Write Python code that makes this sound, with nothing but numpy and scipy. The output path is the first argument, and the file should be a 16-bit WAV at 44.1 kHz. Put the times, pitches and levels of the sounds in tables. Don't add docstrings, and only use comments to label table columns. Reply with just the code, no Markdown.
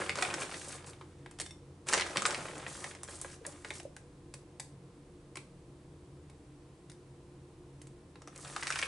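import sys
import numpy as np
from scipy import signal
from scipy.fft import rfft, irfft, next_fast_len
from scipy.io import wavfile

SR = 44100
rng = np.random.default_rng(int(sys.argv[2]) if len(sys.argv) > 2 else 0)


def persist_wave(psi):
    counts = np.round(np.clip(psi, -1, 1) * 32767).astype(np.int16)
    wavfile.write(sys.argv[1], SR, np.atleast_2d(counts).T)


N = 391166
TIME, HIT_TIME = np.arange(N) / SR, np.arange(6144) / SR
BODY_HZ, MIDDLE_HZ, TREBLE_HZ = (315, 977), (963, 3960), (3730, 10780)
LIFT_S = 8.6

# start/s, length/s, level/dB
SLIDE_STROKES = [(0.393, 0.049, -44), (0.496, .29, -48.5), (0.848, 0.062, -53), (1.867, 0.056, -43),
                 (2.658, 0.27, -49), (3.071, .11, -50.5), (3.163, 0.21, -55), (3.473, 0.18, -63.5),
                 (3.632, 0.2, -56), (3.742, 0.041, -50.5), (8.385, 0.3, -52), (8.651, 0.23, -47.5)]


def undb(db):
    return 10 ** (np.asarray(db) / 20)


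def unit(x):
    return x / np.sqrt(np.mean(x ** 2))


def band(x, lo_hz, hi_hz, order=2):
    return signal.sosfilt(signal.butter(order, [lo_hz, hi_hz], "band", fs=SR, output="sos"), x)


def spectrum(points, hz):
    f, db = np.transpose(points)
    return undb(np.interp(np.log(hz + 1), np.log(f), db))


def noise(gain):
    size = next_fast_len(N)
    hz = np.arange(size // 2 + 1) * SR / size
    return unit(irfft(rfft(rng.standard_normal(size)) * gain(hz), size)[:N])


def add(track, s, x):
    i = int(np.clip(s * SR, 0, N - 1))
    track[i:i + len(x)] += x[:N - i]


def fade(t60):
    return undb(-60 * HIT_TIME / t60)


def ring(hz, t60):
    return np.sin(2 * np.pi * hz * HIT_TIME) * fade(t60)


def crack(edges_hz, t60, focus_hz=None, focus=2.2, rise_s=0.00028):
    shape = fade(t60) * (1 - np.exp(-HIT_TIME / rise_s))
    burst = band(rng.standard_normal(len(shape)) * shape, *edges_hz, order=3)
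    if focus_hz:
        burst = burst + focus * signal.lfilter(*signal.iirpeak(focus_hz, 2.6, fs=SR), burst)
    return unit(burst) * np.sqrt(np.mean(shape ** 2) / np.mean(shape[:SR // 250] ** 2))


def pop(hz, t60, tone, hold):
    mode = ring(hz * (1 + 0.01 * rng.standard_normal()), t60 * hold)
    mode /= np.sqrt(np.mean(mode[:SR // 250] ** 2))
    return (tone * band(mode, *MIDDLE_HZ) + crack(MIDDLE_HZ, t60, hz, focus=2.0)) / np.hypot(tone, 1)


def appliances(air_db=-58, side_db=-14, waver=0.35):
    # f/Hz, relative density/dB
    air_colour = [(15, -36), (27, -23), (55, -3), (110, -5), (200, -9), (250, -11), (330, -5), (430, -12),
                  (560, -16), (750, -19.5), (1060, -22), (1500, -28), (3000, -32.5), (9000, -38.5),
                  (11000, -39.5)]
    # f/Hz, width/Hz, level/dB
    room_modes = [(34.2, 3, -71), (138.2, 9.2, -59), (174.6, 3.3, -68.5), (297, 11.8, -65),
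                  (353.3, 4.3, -64), (476.3, 20, -69), (1035, 30, -81)]
    # t/s, f/Hz, level/dB
    motor_course = [(0, 88.8, -58), (1, 87.8, -60), (3, 85.7, -61), (4.3, 85, -66.5), (5.3, 79.5, -82),
                    (5.9, 79.3, -65), (7.3, 79.1, -68), (8.87, 79.2, -62)]
    air = noise(lambda f: spectrum(air_colour, f))
    side = undb(side_db) * noise(lambda f: spectrum(air_colour, f) * np.clip(f / 1500, .11, 1))
    drone = sum(undb(db) * noise(lambda f: 1 / (1 + ((f - hz) / width) ** 2))
                for hz, width, db in room_modes)
    s, motor_hz, motor_db = np.transpose(motor_course)
    phase = 2 * np.pi * np.cumsum(np.interp(TIME, s, motor_hz)) / SR
    sway = 1 + waver * noise(lambda f: 1 / (1 + (f / 5) ** 2))
    hum = np.sqrt(2) * undb(np.interp(TIME, s, motor_db)) * sway * np.sin(phase)
    return drone + hum + undb(air_db) * (air + np.array([[1], [-1]]) * side)


def bumps(push_s=0.0038):
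    # t/s, level/dB, f/Hz, t60/s
    contacts = [(.226, -34, 726, 0.11), (1.947, -32, 495, 0.029), (3.248, -31, 510, 0.018),
                (3.413, -39.5, 466, 0.035), (3.473, -43, 580, 0.068), (3.852, -28.5, 556, 0.023),
                (3.84, -51.5, 136.4, 0.61)]
    swell = 1 - np.exp(-HIT_TIME / push_s)
    out = np.zeros(N)
    for s, db, hz, t60 in contacts:
        add(out, s, 2 * undb(db) * swell * ring(hz, t60))
    return out


def chips(t60=0.026, knock_db=-2.5):
    # t/s, level/dB, relative treble/dB, knock f/Hz, relative dish ring/dB
    landings = [(1.2607, -45.5, -16, 1950, -45), (1.311, -54, 1.5, 1950, -45), (1.3876, -45, -2, 3600, -14),
                (1.3993, -37.5, 3, 3820, -15), (1.4065, -45, 8, 3500, -8), (1.4141, -42.5, 4.5, 1920, -20),
                (1.462, -47.5, -1, 3540, -6), (1.508, -60, 6.5, 2100, 8), (3.9648, -46, -3.5, 1600, -21),
                (4.339, -46.5, 3.5, 2300, -45), (4.5974, -44.5, 5.5, 1790, -45),
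                (4.6003, -46.5, 5, 1870, -45), (5.356, -45, 0, 2200, -45), (5.3699, -41.5, -4.5, 2330, -45),
                (5.371, -45, -6, 1190, -45), (6.2976, -58, -1.5, 1970, -45), (6.8976, -54.5, 3, 1900, -45),
                (6.9166, -60.5, 5.5, 2030, -43), (7.816, -55.5, 4.5, 2000, -45),
                (7.8698, -58.5, 2, 2580, -45), (8.156, -51, -18, 1710, -44)]
    # f/Hz, level/dB, t60/s
    dish_modes = [(2120, -3, 0.085), (2630, -5, 0.03), (3560, 3, 0.04), (5530, 5.5, 0.043),
                  (8300, -8, 0.043)]
    out = np.zeros(N)
    for s, db, treble_db, hz, ring_db in landings:
        knock = pop(hz, t60, tone=0.6, hold=0.6) + undb(-1) * ring(hz * 0.498, t60)
        knock += undb(-4) * crack(BODY_HZ, t60) + undb(treble_db) * crack(TREBLE_HZ, t60)
        dish = sum(undb(mode_db + 2 * rng.standard_normal()) * ring(mode_hz, mode_t60)
                   for mode_hz, mode_db, mode_t60 in dish_modes)
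        add(out, s, undb(db) * (undb(knock_db) * knock + undb(ring_db) * dish))
    return out


def crumpling(swell=0.57):
    # start/s, attack/s, level/dB, t60/s
    grips = [(0, 0.0017, -41, 0.63), (.15, 0.045, -43, 1.97), (.36, 0.075, -44.5, 0.12),
             (1.862, 0.11, -38.5, 0.24), (2.03, 0.043, -47, 1.26), (2.15, 0.029, -40, .25),
             (2.24, 0.032, -44.5, 2.4), (3.44, 0.024, -56.5, 0.65), (8.3, 0.66, -52, 3.3)]
    power = 1e-12
    for s, attack_s, db, t60 in grips:
        rise = np.clip((TIME - s) / attack_s, 0, 1) ** swell
        settle = undb(-60 * np.maximum(TIME - s - attack_s, 0) / t60)
        power = power + (undb(db) * rise * settle) ** 2
    return np.sqrt(power)


def sliding(edge_s=0.028):
    return sum(undb(db) * np.clip(np.minimum(TIME - s, s + length - TIME) / edge_s, 0, 1)
               for s, length, db in SLIDE_STROKES)


def catches(per_stroke=8, level_db=-7, spread_db=2, t60=0.012, edge_hz=7500, octaves=0.74):
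    out = np.zeros(N)
    for s, length, db in SLIDE_STROKES:
        for when, size, pitch in rng.random((per_stroke, 3)):
            size_db = -spread_db * np.log(1 - .97 * size)
            tick = crack(TREBLE_HZ, t60, edge_hz * 2 ** (octaves * (2 * pitch - 1)))
            add(out, s + when * length, undb(db + level_db + size_db) * tick)
    return out


def rustle(per_s=700, spread_db=3, grain_s=0.0022, octaves=0.92, treble_db=-2.5, slide_body_db=-8,
           lifted_db=-6, lifting_s=0.53):
    # f/Hz, relative density/dB
    film_colour = [(100, 12), (200, 1.5), (320, 6), (520, 8), (780, 2.5), (1300, 4.5), (2200, -2),
                   (3500, -5.5), (5500, -9.5), (8500, -3), (12000, -40)]
    work, speed = crumpling(), sliding()
    centres_hz = 140 * 2 ** (np.arange(14) / 2)
    weights = spectrum(film_colour, centres_hz) * np.sqrt(centres_hz)
    weights /= np.linalg.norm(weights[6:10])
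    when, size, pitch = rng.random((int(per_s * N / SR), 3)).T
    strength = undb(-spread_db * np.log(1 - .995 * size))
    wrinkle_hz = centres_hz[0] * (centres_hz[-1] / centres_hz[0]) ** pitch
    lift = np.clip((TIME - LIFT_S) / lifting_s + 1, 0, 1)
    out = np.zeros(N)
    for hz, weight in zip(centres_hz, weights):
        high = np.clip(np.log2(hz / 2600), 0, 1)
        share = np.exp(-(np.log2(hz / wrinkle_hz) / octaves) ** 2)
        kicks = np.bincount((when * N).astype(int), strength ** 2 * share, N)
        power = signal.lfilter([1], [1, -np.exp(-1 / (grain_s * SR))], kicks + 1e-12)
        power += high * power.mean()
        grains = np.sqrt(power) * rng.standard_normal(N)
        grains = unit(band(grains, hz / 2 ** .25, hz * 2 ** .25))
        if hz < BODY_HZ[1]:
            grains *= undb(lifted_db * lift)
        envelope = np.hypot(work * undb(treble_db * high), speed * undb(slide_body_db * (1 - high)))
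        out += weight * grains * envelope
    return out * undb(0)


def small_creases(count=130, level_db=-4, spread_db=4, centre_hz=1750, octaves=0.4):
    jitter, size, bright, pitch = rng.random((count, 4)).T
    sample = (np.arange(count) + jitter) / count * (N - 1)
    size_db = -spread_db * np.log(1 - .97 * size)
    db = 20 * np.log10(crumpling()[sample.astype(int)]) + level_db + size_db
    treble_db = -7 + 6 * (2 * bright - 1)
    hz = centre_hz * 2 ** (octaves * (2 * pitch - 1))
    return list(zip(sample / SR, db, treble_db, hz))


def snap(db, treble_db, hz, lifted, t60=0.02, hard_db=-38, thinning=0.48, lifted_db=-6.5):
    tone = 0.5 * undb(-0.31 * treble_db)
    middle = undb(-2) * pop(hz, t60, tone, hold=0.33)
    body_db = -9 - thinning * np.clip(db - hard_db, -10, 20) + lifted_db * lifted
    body = undb(body_db) * crack(BODY_HZ, 2 * t60)
    edge_hz = np.clip(6300 * 2 ** (treble_db / 22), 4500, 9200)
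    edge = undb(treble_db - 1) * crack(TREBLE_HZ, 0.63 * t60, edge_hz, focus=4.2)
    return undb(db) * (body + middle + edge)


def creases(longest_wait_s=0.008, second_db=-8, second_octaves=0.27):
    # t/s, level/dB, relative treble/dB, film ring f/Hz
    main_creases = [(0.0624, -37, -21, 1170), (0.094, -27, -11, 2160), (0.1552, -35.5, -4, 1230),
                    (0.187, -32.5, -10, 1250), (0.2235, -24, -6.5, 1880), (0.2296, -33, -14, 1400),
                    (0.25, -31, -19, 2460), (0.3017, -35, -15, 2490), (0.3401, -32, -3, 1720),
                    (0.522, -43, -9, 1340), (0.5415, -37, -10, 1750), (0.685, -59.5, 14.5, 1380),
                    (0.843, -48.5, -12, 1090), (0.9325, -53, -11, 2840), (1.0114, -46.5, -19, 1050),
                    (1.869, -50, 0, 1160), (1.887, -32, 0, 2580), (1.927, -28, -4, 1270),
                    (1.9342, -23.5, -2.5, 1750), (1.9396, -23.5, -3.5, 1050), (1.9775, -26, -7, 1960),
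                    (1.9969, -27.5, -8, 1920), (2.0096, -29, -6, 2260), (2.0202, -29.5, -16, 1970),
                    (2.0642, -40.5, -6, 1970), (2.1076, -44, -5, 1210), (2.159, -27.5, -18, 1190),
                    (2.1706, -24.5, -6.5, 2440), (2.2204, -31, -4, 1280), (2.253, -21, -10.5, 1400),
                    (2.262, -31.5, 2.5, 1380), (2.3069, -31, -6.5, 1750), (2.3453, -31, -9.5, 2380),
                    (2.5133, -57, -18, 1430), (2.58, -55.5, 7, 1540), (2.665, -35, -28, 2060),
                    (2.842, -35.5, -8, 1780), (2.9121, -42.5, -27, 2050), (2.95, -47.5, -4, 2120),
                    (3.0324, -48, 8, 1190), (3.086, -44, -24, 1670), (3.155, -56, 8, 1130),
                    (3.214, -51, 13.5, 1200), (3.2467, -39, -32, 1510), (3.4509, -41, -22, 1730),
                    (3.4648, -54.5, 17, 1240), (3.647, -37, -14.5, 1880), (3.7052, -33, -14.5, 1980),
                    (3.7988, -44.5, -5.5, 2420), (8.2188, -52, -3.5, 1220), (8.2743, -45, -5.5, 1250),
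                    (8.36, -52.5, 3, 2380), (8.377, -61, 12.5, 1133), (8.448, -44.5, -10, 1310),
                    (8.563, -30, -10, 1150), (8.6258, -33, -18, 2010), (8.631, -34.5, -5, 1150),
                    (8.6696, -29.5, -7, 2220), (8.7036, -27.5, -9, 1380), (8.7234, -33.5, -7, 2390),
                    (8.7575, -29, -12, 1330), (8.789, -30.5, -4.5, 1940), (8.815, -35.5, -4, 1910),
                    (8.8263, -24.5, -17, 2080)]
    out = np.zeros(N)
    for s, db, treble_db, hz in main_creases + small_creases():
        wait, shift = rng.uniform(.3, 1), rng.uniform(-1, 1)
        lifted = s > LIFT_S
        add(out, s, snap(db, treble_db, hz, lifted))
        second = snap(db, treble_db, hz * 2 ** (second_octaves * shift), lifted)
        add(out, s + wait * longest_wait_s, undb(second_db) * second)
    return out


def reflections(early_db=-12.5, early_t60=0.074, late_db=-10, low_t60=0.28, high_t60=0.31):
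    t = np.arange(SR // 2) / SR
    arrival = np.clip((t - .002) / 0.0018, 0, 1)
    early, low, high = rng.standard_normal((3, len(t)))
    early *= undb(-60 * t / early_t60)
    late = band(low, 150, 2500, order=1) * undb(-60 * t / low_t60)
    late += band(high, 2500, 13000, order=1) * undb(-60 * t / high_t60)
    response = undb(early_db) * unit(early * arrival) + undb(late_db) * unit(late * arrival)
    return response / np.sqrt(len(t))


def echo(x, spots=3, move_s=0.23):
    away = (TIME / move_s - np.arange(spots)[:, None] + 1) % spots - 1
    shares = np.cos(np.pi / 2 * np.minimum(np.abs(away), 1))
    return sum(signal.oaconvolve(x * share, reflections())[:N] for share in shares)


def kitchen(x, width=0.72, wide_hz=650):
    side = width * band(echo(x), wide_hz, 10000, order=1)
    return x + echo(x) + side * np.array([[1], [-1]])


def scene():
    return kitchen(creases() + rustle() + catches() + chips() + bumps()) + appliances()


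def record(dry, port_hz=8500, port_q=5.4, port_mix_db=-3.5, low_cut_hz=20, top_hz=11050):
    presence = signal.lfilter(*signal.iirpeak(port_hz, port_q, fs=SR), dry)
    bright = dry + undb(port_mix_db) * presence
    thin = signal.sosfilt(signal.butter(4, low_cut_hz, "high", fs=SR, output="sos"), bright)
    return signal.sosfilt(signal.ellip(10, .3, 60, top_hz, fs=SR, output="sos"), thin)


dry = scene()
out = record(dry)
persist_wave(out)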